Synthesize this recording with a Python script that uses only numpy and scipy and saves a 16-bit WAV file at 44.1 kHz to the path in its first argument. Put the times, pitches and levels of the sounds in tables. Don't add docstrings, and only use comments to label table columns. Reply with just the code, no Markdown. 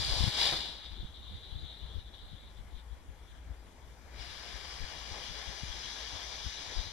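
import sys
import numpy as np
from scipy import signal
from scipy.fft import rfft, irfft
from scipy.io import wavfile
from scipy.ndimage import uniform_filter1d

SR = 44100
rng = np.random.default_rng(int(sys.argv[2]) if len(sys.argv) > 2 else 0)


def pcm_store(signal):
    levels = np.round(np.clip(np.atleast_2d(signal), -1, 1) * 32767)
    wavfile.write(sys.argv[1], SR, levels.astype(np.int16).T)


N = 305172
SIZE, HOP = 1024, 256
HZ = np.fft.rfftfreq(SIZE, 1 / SR)
TIMES = np.arange(N // HOP + 5) * HOP / SR
SURGE_RISE_DB_PER_S = 97

# f/Hz, half width/Hz, weight
ROAR_BAND = [(646, 620, 1)]
# f/Hz, gain/dB
JET_RIGHT = [(200, -7), (900, -9), (2000, -8.5), (3700, -7), (4900, -3.5), (6000, -8.5), (7000, -3.5),
             (8200, -9)]


def jet(hole_db=7.5, hole_width_hz=440, widening_hz=130, sputter_db=.34):
    # f/Hz, level/dB
    spectrum = [(60, -7.5), (330, -3.5), (800, 0.3), (1400, 2.5), (2400, 2.5), (3600, -0.5), (5100, 0.5),
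                (5900, -4), (7000, -12), (8500, -18), (11800, -17.5), (12600, -49), (15000, -26.5)]
    # t/s, half width/s, hiss/dB, roar/dB
    surges = [(4.2, 0.034, -0.5, -1.5), (4.322, 0.022, 0.5, -1), (4.44, 0.039, -0.1, 3.5),
              (4.68, .03, 0, -1.5), (4.93, 0.033, 0, 4.5), (5.07, 0.022, -0.5, 0.5), (5.16, 0.058, 1.5, 5),
              (5.26, .03, 1.5, -2), (5.417, 0.049, 1, 3.5), (5.86, .1, 1, -1), (6.017, 0.023, 1.6, 3.5),
              (6.13, 0.052, 1, 0.5), (6.3, 0.038, 0, 3), (6.514, 0.04, 0.3, -6.5), (6.756, .05, 0.5, 2.5)]
    # t/s, f/Hz
    hole_pitch = [(4.3, 3700), (4.55, 3620), (4.8, 3300), (5.3, 3420), (5.7, 3520), (5.95, 3550),
                  (6.4, 3600), (6.7, 3650), (6.87, 3830)]
    built = np.interp(TIMES, [4.28, 5.9], [0, 1])[:, None]
    pressure = built + .62 * bell(4.31, .15)
    level_db = -44.5 + 3.5 * built + held(4.205, 6.82, rise_db_per_s=186, fall_db_per_s=56)
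    level_db += sum(hiss * bell(s, width) for s, width, hiss, _ in surges)
    level_db += sputter_db * flutter(6, 45)
    hole_hz = np.interp(TIMES, *np.transpose(hole_pitch))[:, None]
    ring = bumps([(hole_hz, hole_width_hz + widening_hz * built, hole_db * pressure)])
    edge = bumps([(4950, 480, 3 * built), (6100, 650, 6.5 * built)])
    roar_db = sum(roar * bell(s, width) for s, width, _, roar in surges) + .6 * flutter(5, 20)
    colour = curve(spectrum) + ring + edge + roar_db * bumps(ROAR_BAND)
    colour += dulling(level_db, full_db=-45, slope=.4)
    return turbulence(colour, level_db, right_db=curve(JET_RIGHT), patchy_db=1.1, focus=1.03)


def flare(fall_db_per_s=70, flicker_db=.46, spit_db=1, fizz_db=2, roar_db=6):
    # f/Hz, level/dB
    spectrum = [(60, -15.5), (330, -14.5), (800, -7.5), (1400, -9.5), (2400, -8), (3600, -0.5),
                (4800, -2.5), (6300, -17), (8500, -20.5), (12200, -25.5), (12900, -75)]
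    # f/Hz, half width/Hz, weight
    fizz_ring = [(4700, 270, 0.65)]
    # t/s, level/dB
    embers = [(.85, -49), (.925, -53)]
    burn_db = -32.5 + fading(.27, fall_db_per_s)
    surge_db = -27 + held(.41, .46, SURGE_RISE_DB_PER_S, fall_db_per_s)
    embers_db = [db + held(s, s, 155, 155) for s, db in embers]
    level_db = np.max([burn_db, surge_db, *embers_db], axis=0)
    colour = curve(spectrum) + dulling(level_db, full_db=-39, slope=.55)
    treble = HZ ** 8 / (HZ ** 8 + 4420 ** 8)
    fizz = fizz_db * bell(.071, .15) * (treble + bumps(fizz_ring))
    catch = bell(.13, .036) - bell(.058, .036)
    roar = roar_db * catch * bumps(ROAR_BAND)
    level_db += flicker_db * flutter(20, 70)
    rush = turbulence(colour + fizz + roar, level_db, right_db=-3.5, patchy_db=1, focus=1.08)
    spits = noise(lambda f: lowpass_db(f, 400))
    gulp_db = -3 * np.exp(-((np.arange(N) / SR - .362) / .0036) ** 2)
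    return rush * gain_of(gulp_db - spit_db * spits)


def vent(leak_db=-71.5, full_flow_db=-55, flicker_db=.45):
    # f/Hz, level/dB
    spectrum = [(300, -14), (1500, -23), (2600, -20), (3050, -10), (3450, -2.5), (3720, 0.5), (4150, -7),
                (4650, -21), (5100, -34), (9000, -47)]
    # t/s, depth/dB
    chokes = [(1.11, 6.5), (1.21, 3.5), (2.04, 9), (2.11, 11)]
    # t/s, level/dB, attack/(dB per s)
    spurts = [(2.15, -46, 600), (2.59, -57.5, 300), (2.798, -54, 148), (2.93, -61.5, 150),
              (3.24, -63.5, 90), (3.32, -61, 120), (3.38, -62.5, 90)]
    ring_db = -39.5 + held(.49, .64, SURGE_RISE_DB_PER_S, fall_db_per_s=88)
    hiss_db = -50.5 + fading(1.9, 10) + fading(2.502, 280)
    hiss_db -= sum(db * bell(s, .028) for s, db in chokes)
    spurts_db = [db + held(s, s, rise, fall_db_per_s=480) for s, db, rise in spurts]
    level_db = np.maximum(np.max([ring_db, hiss_db, *spurts_db], axis=0), leak_db)
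    pitch = 1 + .005 * np.minimum(level_db - full_flow_db, 0)
    level_db += flicker_db * flutter(7, 60)
    return turbulence(curve(spectrum, HZ / pitch), level_db, right_db=-5, patchy_db=2, focus=.85)


def puff(start_s=.522, attack_s=.0017, decay_s=.017, dull_hz=1800):
    age = np.maximum(np.arange(N) / SR - start_s, 0)
    level_db = np.full((len(TIMES), 1), -32)
    gas = turbulence(lowpass_db(HZ, dull_hz), level_db, right_db=-3, patchy_db=1, focus=1.1)
    return gas * np.minimum(age / attack_s, 1) * np.exp(-age / decay_s)


def opening(give_way_s=4.18, fall_db_per_s=120):
    # f/Hz, level/dB
    leak_colour = [(1000, -30), (1700, -4), (2200, 0), (2900, -16), (4000, -6), (5000, -7), (6000, -4),
                   (7500, -14), (12000, -19)]
    # f/Hz, level/dB
    well_colour = [(150, -10), (480, 0), (900, -5), (1300, -7), (2150, -6), (3200, -16), (7000, -33)]
    leak_db = -66 + held(3.97, give_way_s, 30, fall_db_per_s)
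    well_db = -56 + held(4.1, give_way_s, 90, fall_db_per_s)
    return sum(turbulence(curve(colour), level_db, right_db=curve(JET_RIGHT), patchy_db=0, focus=1)
               for colour, level_db in [(leak_colour, leak_db), (well_colour, well_db)])


def walls(x):
    # delay/s, gain/dB
    echoes = [(.00174, -18), (.0025, -20), (.0142, -15), (.0155, -14), (.0376, -17.5)]
    return x + sum(gain_of(db) * np.pad(x, ((0, 0), (round(s * SR), 0)))[:, :N] for s, db in echoes)


def wind(buffet_boost_db=3, right_db=-5, lumpy_db=4.5):
    # t/s, half width/s, level before boost/dB, eddy f/Hz, port (+1 left, -1 right)
    buffets = [(0.01, 0.038, -36.5, 65.6, 1), (0.09, 0.05, -38, 61.4, -1), (0.121, 0.033, -31, 50.7, 1),
               (0.176, 0.029, -36.5, 65, 1), (0.226, 0.041, -29, 80, 1), (0.277, 0.026, -29, 80.5, 1),
               (0.551, 0.03, -44, 62, -1), (.925, 0.024, -42, 55, 1), (0.992, 0.024, -39.5, 64, 1),
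               (1.039, 0.029, -40.5, 44, -1), (1.335, 0.035, -41.5, 72, -1), (1.567, 0.035, -38, 66, 1),
               (1.644, 0.028, -39, 64, 1), (1.84, .035, -43, 66.5, 1), (1.975, 0.027, -36.5, 54, 1),
               (2.239, 0.026, -45, 55, -1), (2.338, 0.025, -43, 68, 1), (2.599, 0.04, -43, 50.3, 1),
               (2.753, 0.038, -42.5, 47.7, 1), (2.924, .025, -42, 58, 1), (3.1, 0.029, -43, 62, 1),
               (3.504, .036, -42, 70, 1), (4.207, .035, -45, 46, 1), (4.55, .03, -44, 48, 1),
               (4.827, 0.04, -36.5, 50.3, 1), (5.124, 0.025, -40.5, 58, 1), (5.31, 0.024, -42, 55, 1),
               (5.495, 0.022, -39, 69.6, 1), (5.637, 0.021, -43, 71, 1), (5.698, 0.027, -39.5, 48, 1),
               (6.148, 0.03, -44.5, 56, 1), (6.467, 0.034, -41, 74, 1), (6.797, 0.041, -32.5, 42, 1),
               (6.869, 0.032, -43.5, 70, 1)]
    # f/Hz, level/dB
    rumble = [(15, -15), (40, 0), (75, 4.5), (120, -7.5), (200, -17), (350, -28.5), (800, -40.5),
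              (2500, -99)]
    t, out = np.arange(N) / SR, np.zeros((2, N))
    for s, width, db, eddy_hz, side in buffets:
        near = np.flatnonzero(abs(t - s) < 1.2 * width)
        swell = np.exp(-abs(1.38 * (t[near] - s) / width) ** 3)
        eddy = noise(lambda f: curve(rumble, f * 75 / eddy_hz), size=32768)
        buffet = unit_rms(swell * eddy[:len(near)]) * np.sqrt(np.mean(swell ** 2))
        out[int(side < 0), near] += gain_of(db + buffet_boost_db) * buffet
    breeze_db = -61 + 8.5 * bell(1.7, .77)
    for port, db in enumerate([0, right_db]):
        lumps_db = per_sample(breeze_db + lumpy_db * flutter(1.3, 13))
        out[port] += gain_of(db + lumps_db) * noise(lambda f: curve(rumble, f))
    return out


def thumps():
    # t/s, level before rounding/dB, width/s, rounding of the tip/s
    slaps = [(.207, -16, 0.0022, .0009), (.241, -14, 0.0029, .0009), (1.528, -23, 0.0039, .0022),
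             (1.967, -18.5, .0036, 0.0035), (2.331, -32.5, 0.0014, .0008), (5.316, -25, .0028, .0022),
             (5.49, -32, 0.003, .0015), (5.635, -22.5, 0.0027, 0.0008), (6.467, -24, 0.0025, 0.0018),
             (6.792, -22, 0.0035, .0034)]
    t, out = np.arange(N) / SR, np.zeros((2, N))
    for s, db, width, tip in slaps:
        rounding = np.exp(-((np.arange(1025) - 512) / SR / tip) ** 2)
        offset = abs(t - s) / width
        slap = (offset - 1) * np.exp(-offset)
        out[0] += gain_of(db) * signal.oaconvolve(slap, rounding / rounding.sum(), "same")
    return out


def yard(level_db=-55):
    # f/Hz, level/dB
    spectrum = [(20, -16), (45, 2), (80, -4.5), (130, -11.5), (200, -11), (350, -14.5), (800, -15.5),
                (1400, -16), (2400, -21), (3600, -27.5), (6000, -30), (8500, -33.5), (12000, -33.5),
                (13600, -47), (14200, -53)]
    swell_db = .35 * flutter(.3, 5)
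    return turbulence(curve(spectrum), level_db + swell_db, right_db=-4, patchy_db=1.64,
                      focus=.88, direct=.74)


def hum(centre_hz=57, width_hz=7, right_db=-4.5):
    # t/s, level/dB
    ride = [(0, -51.5), (2.2, -50.5), (3.0, -52), (3.45, -47.5), (3.85, -56), (4.15, -52.5), (4.5, -51),
            (6.9, -52)]
    shared, left, right = (noise(lambda f: -20 * np.log10(1 + ((f - centre_hz) / width_hz) ** 2))
                           for _ in range(3))
    level_db = np.interp(np.arange(N) / SR, *np.transpose(ride))
    return gain_of([level_db, level_db + right_db]) * unit_rms(shared + np.array([left, right]) / 2)


def turbulence(colour_db, level_db, right_db, patchy_db, focus, direct=1):
    # f/Hz, half width/Hz, gain/dB
    left_eq = [(970, 170, 2.5), (1234, 250, -4.5), (1737, 56, 2.5), (2605, 243, -5), (2928, 41, 5.5),
               (3306, 145, 3), (4340, 500, -1), (4760, 145, 5.5), (5120, 8.6, 3), (5870, 52, 6.5),
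               (6880, 100, 2), (7850, 150, 0.5)]
    # f/Hz, half width/Hz, gain/dB
    right_eq = [(830, 130, 2), (1180, 80, -4), (1830, 800, -7), (2370, 190, 3), (3040, 330, -10),
                (4200, 480, 2), (5850, 90, -5), (7500, 500, 4), (10200, 1200, -9)]
    # f/Hz, coherence
    likeness = [(400, .85), (900, .8), (1450, .44), (2450, .78), (3030, .3), (3300, .7), (3650, .86),
                (4380, .3), (4650, .78), (5000, .7), (5400, .33), (6200, .62), (7300, .33), (8500, .15)]
    # f/Hz, phase/rad
    lead = [(500, 0), (1000, .6), (1550, .7), (2400, -.7), (2900, -3.1), (3080, .15), (3750, .1),
            (4150, 1.0), (4520, 4.15), (5000, 4.2), (5700, 7), (7200, 9.2)]
    left_re, left_im, apart_re, apart_im, patches = rng.standard_normal((5, len(TIMES), len(HZ)))
    patches = uniform_filter1d(patches, size=9, axis=0)
    patches = unit_rms(uniform_filter1d(patches, size=14, axis=1))
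    coherence = np.clip(focus * curve(likeness), 0, .98)
    left, apart = left_re + 1j * left_im, apart_re + 1j * apart_im
    right = (coherence * left + np.sqrt(1 - coherence ** 2) * apart) * np.exp(-1j * curve(lead))
    left_port = gain_of(direct * bumps(left_eq))
    right_port = gain_of(direct * bumps(right_eq) + right_db)
    colour = gain_of(colour_db)
    colour /= np.linalg.norm(colour * left_port, axis=-1, keepdims=True)
    spectra = np.array([left * left_port, right * right_port]) * colour * gain_of(patchy_db * patches)
    pair = signal.istft(spectra.transpose(0, 2, 1), nperseg=SIZE, noverlap=SIZE - HOP)[1][:, :N]
    return pair / pair[0].std() * gain_of(per_sample(level_db))


def noise(colour, size=N):
    white = rfft(rng.standard_normal(size))
    return unit_rms(irfft(white * gain_of(colour(np.fft.rfftfreq(size, 1 / SR))), size))


def dulling(level_db, full_db, slope, corner_hz=4000):
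    return slope * np.minimum(level_db - full_db, 0) * HZ ** 6 / (HZ ** 6 + corner_hz ** 6)


def lowpass_db(hz, corner_hz):
    return -10 * np.log10(1 + (hz / corner_hz) ** 6)


def curve(points, hz=HZ):
    f, value = np.transpose(points)
    return np.interp(np.log(hz + 1), np.log(f + 1), value)


def bumps(rows):
    return sum(height * np.exp(-((HZ - hz) / width) ** 2) for hz, width, height in rows)


def flutter(slow_hz, fast_hz):
    rates = np.geomspace(slow_hz, fast_hz, num=30)
    return unit_rms(sum(np.sin(2 * np.pi * (f * TIMES + rng.random())) for f in rates))[:, None]


def held(start_s, end_s, rise_db_per_s, fall_db_per_s):
    return -rise_db_per_s * np.maximum(start_s - TIMES[:, None], 0) + fading(end_s, fall_db_per_s)


def fading(start_s, db_per_s):
    return -db_per_s * np.maximum(TIMES[:, None] - start_s, 0)


def bell(centre_s, width_s):
    return np.exp(-((TIMES[:, None] - centre_s) / width_s) ** 2)


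def per_sample(frames):
    return np.interp(np.arange(N) / SR, TIMES, frames[:, 0])


def gain_of(db):
    return 10 ** (np.asarray(db) / 20)


def unit_rms(x):
    return x / np.sqrt(np.mean(abs(x) ** 2) + 1e-20)


def scene():
    smoke_bomb = flare() + puff() + vent() + opening() + jet()
    return walls(smoke_bomb) + yard() + hum() + wind() + thumps()


def record(dry, edge_hz=15300):
    lowpass = signal.firwin(511, edge_hz, window=("kaiser", 9), fs=SR)
    return signal.oaconvolve(dry, lowpass[None], "same")


dry = scene()
out = record(dry)
pcm_store(out)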